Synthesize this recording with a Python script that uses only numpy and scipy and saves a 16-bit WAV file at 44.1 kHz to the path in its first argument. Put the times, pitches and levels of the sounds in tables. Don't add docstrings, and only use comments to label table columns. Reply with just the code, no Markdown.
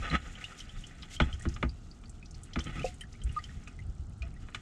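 import sys
import numpy as np
from scipy import signal
from scipy.fft import rfft, irfft
from scipy.io import wavfile

SR = 44100
rng = np.random.default_rng(int(sys.argv[2]) if len(sys.argv) > 2 else 0)


def store_wav(level_fs):
    pcm = np.round(np.clip(np.atleast_2d(level_fs), -1, 1) * 32767)
    wavfile.write(sys.argv[1], SR, pcm.T.astype(np.int16))


N = 203396
TIME = np.arange(N) / SR
SHORT = TIME[:SR // 2]

# start_s, pitch_hz (at the start), level_db
PLINK_DROPS = [(0.1, 3910, -35), (.353, 3050, -41.5), (.441, 2710, -31), (.449, 3520, -40.5),
               (.521, 1300, -42), (.605, 3080, -39), (.693, 3090, -43), (.839, 3036, -39.5),
               (0.911, 1925, -49.5), (1.031, 3150, -41.5), (1.165, 3050, -37), (1.218, 3154, -29.5),
               (1.328, 3006, -37), (1.410, 1810, -43.5), (1.693, 4590, -42), (1.913, 4570, -46.5),
               (2.057, 4440, -51.5), (2.227, 2374, -45.5), (2.533, 3130, -43), (2.604, 3170, -35),
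               (2.667, 3030, -41.5), (2.794, 2490, -35.5), (2.818, 2870, -40.5), (2.862, 2620, -36),
               (3.01, 2920, -37.5), (3.016, 1840, -43.5), (3.036, 1730, -46), (3.151, 2230, -50),
               (3.217, 3020, -45), (3.390, 1890, -41.5), (3.440, 3060, -40.5), (3.493, 1775, -46),
               (3.674, 2500, -42.5), (3.79, 2027, -44.5), (4.221, 2427, -36.5)]
# start_s, pitch_hz, level_db, life_s, swell_s
AIR_GULPS = [(2.8432, 498, -25, 0.012, 0.00084), (2.8440, 732, -32.5, 0.0073, 0.00058),
             (3.363, 1206, -27.5, 0.021, 0.0042), (4.226, 663, -54.5, 0.045, .004)]
# start_s, level_db, centre_hz
SPATTER_DROPS = [(.586, -43, 6000), (.867, -43.5, 6740), (1.023, -39.5, 4200), (1.337, -44.5, 5640),
                 (1.395, -43.5, 7500), (1.421, -39, 7150), (1.487, -38.5, 5900), (1.540, -41.5, 6000),
                 (2.094, -43.5, 7400), (2.257, -47, 4940), (2.309, -43.5, 6750), (2.344, -44, 5030),
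                 (2.433, -41, 8450), (2.534, -40, 4800), (2.591, -34, 5270), (2.64, -42.5, 6840),
                 (2.941, -48, 8200), (3.008, -40.5, 9200), (3.125, -49.5, 4370), (3.236, -42, 8140),
                 (3.439, -42, 5800), (3.678, -47, 6500), (4.221, -49, 4360)]
# start_s, relative_level_db
FUEL_FLOW = [(0.0, -59), (0.19, -61.5), (0.95, -66), (1.12, -65), (1.33, -66), (1.5, -64.5), (1.64, -71.5),
             (2.09, -75.5), (2.36, -71.5), (2.46, -70), (2.76, -60), (3.07, -74), (3.38, -64.5),
             (3.57, -68), (3.89, -74), (4.16, -77), (4.38, -72), (4.61, -66.5)]
# start_s, length_s, level_db
SPRAY_SPURTS = [(.57, 0.04, -57), (1.10, 0.058, -53.5), (2.585, 0.067, -63), (2.84, 0.045, -49.5),
                (3.29, 0.094, -66.5)]
# frequency_hz, relative_level_db
FIZZ_TONE = [(1500, -13), (3000, 1), (4500, -5), (5800, -4), (7200, -1.5), (9000, -10.5), (10500, -13.5),
             (13000, -8.5)]
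# pitch_hz, relative_level_db, t60_s (time to fall 60 dB)
BUCKET_RING = [(522, -4, 0.083), (724, 1, 0.18), (1220, -15.5, 0.033), (1950, -21, 0.033), (2970, -7, 0.03)]
# start_s, level_db
SEAL_WHISTLE = [(0, -81), (.3, -67.5), (.55, -73), (.75, -76), (1, -93)]
# start_s, level_db, treble_cut_hz, bass_cut_hz, boom_db
HOUSING_KNOCKS = [(1.0300, -43.5, 5000, 1100, -59), (1.2002, -15.5, 3100, 248, -16.5),
                  (1.4530, -32.5, 2300, 201, -24), (1.5630, -36, 3350, 676, -45),
                  (1.6269, -20.5, 2300, 300, -23.5), (2.0370, -49, 4000, 900, -55),
                  (2.5580, -26.5, 2760, 300, -25), (2.587, -32.5, 3000, 300, -43),
                  (3.6740, -41, 2480, 900, -47), (4.4853, -42.5, 2380, 580, -50),
                  (4.546, -27, 6300, 1360, -44)]
# pitch_hz, relative_level_db, t60_s
HOUSING_RING = [(467.6, -13, 0.1), (672, -10.5, 0.051), (852, -14.5, 0.12), (1121, -10.5, 0.039),
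                (1227, -3, 0.077), (1287.5, -7, 0.076), (1444, -5, 0.061), (1534, -13.5, 0.075),
                (1818, -0.5, 0.01), (2004, -10, 0.051), (2266, -6, 0.032), (2440, -6.5, 0.049),
                (2946, -5, 0.055), (3147, -10.5, 0.036), (3500, 0, 0.02), (4060, -9.5, 0.044)]
# frequency_hz, relative_level_db
CRACK_TONE = [(100, -2), (400, 4), (950, -4.5), (1300, -4.5), (2000, -0.5), (3200, -9.5), (4500, -17.5),
              (7000, -11.5), (10000, -19.5), (14000, -30)]
# start_s, length_s, level_db, shudder_db (of the panels)
SLIDE_STROKES = [(0.021, 0.071, -37, -54.5), (0.106, 0.018, -34.5, -36), (0.127, 0.026, -32, -35),
                 (1.217, 0.089, -49.5, -47.5), (2.652, 0.048, -49, -42), (2.751, 0.075, -47.5, -42.5),
                 (4.222, 0.055, -56.5, -57.5), (4.407, 0.033, -60, -59)]
# pitch_hz, relative_level_db, t60_s
PANEL_RING = [(50.9, 0, 0.13), (65.8, 4, 0.22), (107.4, -3, 0.2), (146.4, 3, 0.15), (188.6, -3, 0.095),
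              (238.3, -1, 0.12), (332.7, -12, 0.13), (403.5, -10, 0.044)]
# delay_s, relative_level_db, favoured_hz
BLOW_SPREAD = [(.004, -5.5, 157), (.009, -2, 294), (0.017, -0.5, 70)]
# start_s, peak_db, favoured_hz
SOFT_BUMPS = [(.002, -30.5, 60.4), (.129, -26, 75.4), (1.335, -29.5, 70), (3.241, -22, 51.4),
              (3.283, -29.5, 92.5), (3.89, -32, 78), (3.994, -32.5, 71), (4.086, -38, 79),
              (4.203, -29, 70.5)]
# start_s, relative_level_db
WIND_LEVEL = [(0.0, -44), (0.5, -53), (1.49, -43.5), (2.04, -51.5), (2.82, -44), (2.98, -49), (3.85, -45.5),
              (4.61, -49.5)]
# start_s, length_s, level_db
WIND_GUSTS = [(.0, .04, -39), (3.18, 0.11, -35.5), (3.83, 0.063, -38)]
# frequency_hz, relative_level_db
RUMBLE_TONE = [(15, -37), (25, 6), (45, 1), (80, -1), (120, -6), (200, -13.5), (300, -31.5), (500, -36)]
# frequency_hz, relative_level_db
OUTDOOR_TONE = [(100, 1.5), (250, 0.5), (400, -8), (560, -17), (740, -10.5), (1000, -22), (1330, -12.5),
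                (1620, -22.5), (2600, -50), (4000, -29.5), (9000, -33.5)]

CUTOFF_HZ = 14700
PLINK_HZ, PLINK_LIFE_S, LIFE_SLOPE = 2885, 0.0066, .45
STROKE_ATTACK_S, STROKE_RELEASE_S = 0.0054, 0.014
SPURT_ATTACK_S, SPURT_RELEASE_S = 0.005, 0.016
GUST_ATTACK_S, GUST_RELEASE_S = 0.038, 0.037
USUAL_FLOW_DB = -66


def drops():
    out = np.zeros(N)
    for start_s, hz, db in PLINK_DROPS:
        add(out, start_s, from_db(db) * plink(hz))
    for start_s, hz, db, life_s, swell_s in AIR_GULPS:
        gulp = bubble(hz, life_s, rise=0.034, onset_s=swell_s, hold=3.5, wobble=0.016)
        add(out, start_s, from_db(db) * gulp)
    for start_s, db, hz in SPATTER_DROPS:
        add(out, start_s, from_db(db) * spatter(hz))
    return out


def stray_drops(plink_db=-52, spatter_db=-50, spatter_hz=6400, spread_db=6.0, spread_octaves=0.37,
                follows=1.0, count=14):
    out = np.zeros(N)
    flow_db = follows * (in_time(FUEL_FLOW) - USUAL_FLOW_DB)
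    times = (np.arange(count)[:, None] + rng.random((count, 2))) / count * TIME[-1]
    chances = rng.standard_normal((count, 2)).clip(-1.7, 1.7)
    for (plink_s, spatter_s), (size, pitch) in zip(times, chances):
        plink_hz = PLINK_HZ * 2 ** (spread_octaves * pitch)
        add(out, plink_s, from_db(plink_db + spread_db * size) * plink(plink_hz))
        burst_hz = spatter_hz * 2 ** (.25 * pitch)
        add(out, spatter_s, from_db(spatter_db + spread_db * size) * spatter(burst_hz))
    return from_db(flow_db) * out


def plink(hz, impact_db=-9, impact_hz=3600):
    out = from_db(impact_db) * splat(impact_hz, t60=0.031, width=1.82)
    life_s = PLINK_LIFE_S * (PLINK_HZ / hz) ** LIFE_SLOPE
    add(out, 0, bubble(hz, life_s, rise=0.07, onset_s=0.00013, hold=1.22, wobble=0.042))
    return out


def bubble(hz, life_s, rise, onset_s, hold, wobble):
    age = np.arange(0, 4, 1 / (life_s * SR))[:len(SHORT)]
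    heave = np.interp(age, np.arange(13) / 3, rng.standard_normal(13))
    pitch_hz = hz * 2 ** (rise * np.minimum(age, 2) + wobble * heave)
    tone = np.sin(2 * np.pi * np.cumsum(pitch_hz) / SR)
    swell = 1 - np.exp(-age * life_s / onset_s)
    return tone * swell * np.exp(-age ** hold)


def spatter(hz, climb=1.1, lag_s=.0045, second_db=-3):
    out = splat(hz / np.sqrt(climb), t60=0.019, width=1.2)
    finer = splat(hz * np.sqrt(climb), t60=0.017, width=1.18)
    add(out, lag_s, from_db(second_db) * finer)
    return out


def splat(hz, t60, width=1.35, onset_s=0.00043):
    burst = rng.standard_normal(len(SHORT)) * fade(t60) * (1 - np.exp(-SHORT / onset_s))
    width = max(width, 1.05)
    spray_noise = cut(burst, [hz / width, hz * width], "band")
    return spray_noise / np.abs(spray_noise).max()


def froth(level_db=4.0, spread_db=2.5, low_hz=1800, high_hz=8500, cycles=10, count=800):
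    out = np.zeros(N)
    for when, size, strength in rng.random((count, 3)):
        hz = low_hz * (high_hz / low_hz) ** size
        db = level_db + spread_db * min(-np.log(1 - strength), 3) - spread_db
        tiny = bubble(hz, cycles / hz, rise=0.0904, onset_s=0.00018, hold=0.94, wobble=0.044)
        add(out, when * TIME[-1], from_db(db) * tiny)
    return spray() * out


def thread(beads_per_s=31, bead_db=-58, bead_hz=7200, fizz_db=-2.5):
    beads = np.zeros(N)
    chance = rng.standard_normal((200, 3))
    times = np.cumsum(np.exp(0.22 * chance[:, 0])) / beads_per_s
    for start_s, (_, size, pitch) in zip(times, chance):
        if start_s < TIME[-1]:
            bead = splat(bead_hz * 2 ** (.15 * pitch), t60=0.0089, width=1.166)
            add(beads, start_s, from_db(bead_db + 2.3 * size) * bead)
    fizz = colour(grains(per_s=7000, spread_db=-0.5), FIZZ_TONE)
    return beads + spray() * from_db(fizz_db + 3.6 * drift(40)) * fizz


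def spray():
    spurts = swells(SPRAY_SPURTS, SPURT_ATTACK_S, SPURT_RELEASE_S)
    return np.hypot(from_db(in_time(FUEL_FLOW) + 2.0), spurts)


def in_bucket(x, ring_db=-48, wall_db=-8, wall_t60=0.08):
    walls = rms_one(rng.standard_normal(len(SHORT)) * fade(wall_t60) * (SHORT > .002))
    walls = walls / np.sqrt(len(SHORT))
    cavity = sum(from_db(db) * fade(t60) * np.cos(2 * np.pi * hz * SHORT)
                 for hz, db, t60 in BUCKET_RING)
    response = from_db(wall_db) * walls + from_db(ring_db) * cavity
    return x + signal.fftconvolve(x, response)[:N]


def seep(hz=6950, width_hz=330):
    band = [hz - width_hz / 2, hz + width_hz / 2]
    whistle = rms_one(cut(rng.standard_normal(N), band, "band", order=1))
    return from_db(in_time(SEAL_WHISTLE)) * whistle


def knocks(crack_db=-5, crack_t60=0.061, ring_db=-6, tail_db=-27, tail_t60=0.25, contact_s=0.00036):
    out = np.zeros(N)
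    for start_s, db, treble_cut_hz, bass_cut_hz, _ in HOUSING_KNOCKS:
        dying = from_db(crack_db) * fade(crack_t60) + from_db(tail_db) * fade(tail_t60)
        crack = dying * colour(rng.standard_normal(len(SHORT)), CRACK_TONE)
        blow = crack + from_db(ring_db) * ringing(HOUSING_RING, scatter_db=0.5)
        blow = blow * (1 - np.exp(-SHORT / contact_s))
        add(out, start_s, from_db(db) * cut(cut(blow, treble_cut_hz, "low"), bass_cut_hz, "high"))
    return out


def scrape(ring_db=-5, grit_db=-1.5, dull_hz=3800, thin_hz=620, light_db=-60, follows=1.84,
           sing_hz=1290, sing_db=-6, sing_width_hz=90):
    slips = grains(per_s=2500, spread_db=3.5) * from_db(3.2 * drift(70))
    ring = rms_one(signal.fftconvolve(slips, ringing(HOUSING_RING, scatter_db=0.5))[:N])
    sing_band = [sing_hz - sing_width_hz / 2, sing_hz + sing_width_hz / 2]
    sing = rms_one(cut(slips, sing_band, "band"))
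    rub = from_db(ring_db) * ring + from_db(grit_db) * colour(slips, CRACK_TONE)
    rub = cut(cut(rub, dull_hz, "low"), thin_hz, "high", order=2)
    strokes = [(start_s, length_s, db) for start_s, length_s, db, _ in SLIDE_STROKES]
    firm = swells(strokes, STROKE_ATTACK_S, STROKE_RELEASE_S)
    light = from_db(light_db + follows * (in_time(FUEL_FLOW) - USUAL_FLOW_DB))
    return np.hypot(firm, light) * rub + firm * from_db(sing_db) * sing


def shudder(thin_hz=170):
    clicks = grains(per_s=830, spread_db=1.5)
    shake = signal.fftconvolve(clicks, ringing(PANEL_RING, scatter_db=3.5))[:N]
    strokes = [(start_s, length_s, db) for start_s, length_s, _, db in SLIDE_STROKES]
    firm = swells(strokes, STROKE_ATTACK_S, STROKE_RELEASE_S)
    return firm * rms_one(cut(shake, thin_hz, "high", order=3))


def booms(swell_s=0.0029, reach_octaves=0.55):
    out = np.zeros(N)
    pushes = [(start_s + delay_s, boom_db + db, hz)
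              for start_s, *_, boom_db in HOUSING_KNOCKS for delay_s, db, hz in BLOW_SPREAD]
    for start_s, db, favoured_hz in pushes + list(SOFT_BUMPS):
        modes = [(hz, level - 6 * (np.log2(hz / favoured_hz) / reach_octaves) ** 2, t60)
                 for hz, level, t60 in PANEL_RING]
        boom = ringing(modes, scatter_db=2.0) * (1 - np.exp(-SHORT / swell_s))
        add(out, start_s, from_db(db) * boom / np.abs(boom).max())
    return out


def air(rumble_db=2.0, lumps_db=2.5, outdoors_db=-58):
    gusts = swells(WIND_GUSTS, GUST_ATTACK_S, GUST_RELEASE_S)
    strength = np.hypot(from_db(in_time(WIND_LEVEL) + rumble_db), gusts)
    rumble = colour(rng.standard_normal(N), RUMBLE_TONE)
    wind = strength * from_db(lumps_db * drift(14)) * rumble
    return wind + from_db(outdoors_db) * colour(rng.standard_normal(N), OUTDOOR_TONE)


def ringing(modes, scatter_db):
    out = np.zeros(len(SHORT))
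    for hz, db, t60 in modes:
        gain = rng.choice([-1, 1]) * from_db(db + scatter_db * rng.standard_normal())
        out += gain * fade(t60) * np.sin(2 * np.pi * hz * SHORT)
    return out


def grains(per_s, spread_db):
    sizes = from_db(spread_db * np.minimum(rng.exponential(1, N), 4)) * rng.choice([-1, 1], N)
    return sizes * (rng.random(N) < per_s / SR)


def swells(rows, attack_s, release_s):
    gain = np.zeros(N)
    for start_s, length_s, db in rows:
        rising = 1 - np.exp(-np.maximum(TIME - start_s, 0) / attack_s)
        dying = np.exp(-np.maximum(TIME - start_s - length_s, 0) / release_s)
        gain += from_db(db) * rising * dying
    return gain


def drift(rate):
    knots = rng.standard_normal(2000)
    return np.interp(TIME * rate, np.arange(len(knots)), knots)


def colour(x, spectrum):
    hz, db = np.transpose(spectrum)
    bins = np.log(np.fft.rfftfreq(len(x), 1 / SR) + 1)
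    gain = from_db(np.interp(bins, np.log(hz), db, left=-120, right=-120))
    return rms_one(irfft(rfft(x) * gain, len(x)))


def cut(x, hz, kind, order=2):
    edges = np.clip(hz, 10, .45 * SR)
    return signal.sosfilt(signal.butter(order, edges, kind, fs=SR, output="sos"), x)


def fade(t60):
    return np.exp(-np.log(1000) * SHORT / t60)


def in_time(rows):
    return np.interp(TIME, *np.transpose(rows))


def add(track, start_s, sound):
    at = max(round(start_s * SR), 0)
    track[at:at + len(sound)] += sound[:max(len(track) - at, 0)]


def from_db(db):
    return 10 ** (np.asarray(db) / 20)


def rms_one(x):
    return x / np.sqrt(np.mean(x ** 2) + 1e-20)


def scene():
    fuel = in_bucket(drops() + stray_drops() + froth()) + thread() + seep()
    housing = knocks() + scrape()
    underbody = booms() + shudder()
    return (fuel + housing + underbody + air())[None]


def record(dry, edge_hz=9900, top_db=-12):
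    treble = cut(dry, edge_hz, "high", order=16)
    dull = cut(dry, edge_hz, "low", order=16) + from_db(top_db) * treble
    return cut(dull, CUTOFF_HZ, "low", order=16)


dry = scene()
out = record(dry)
store_wav(out)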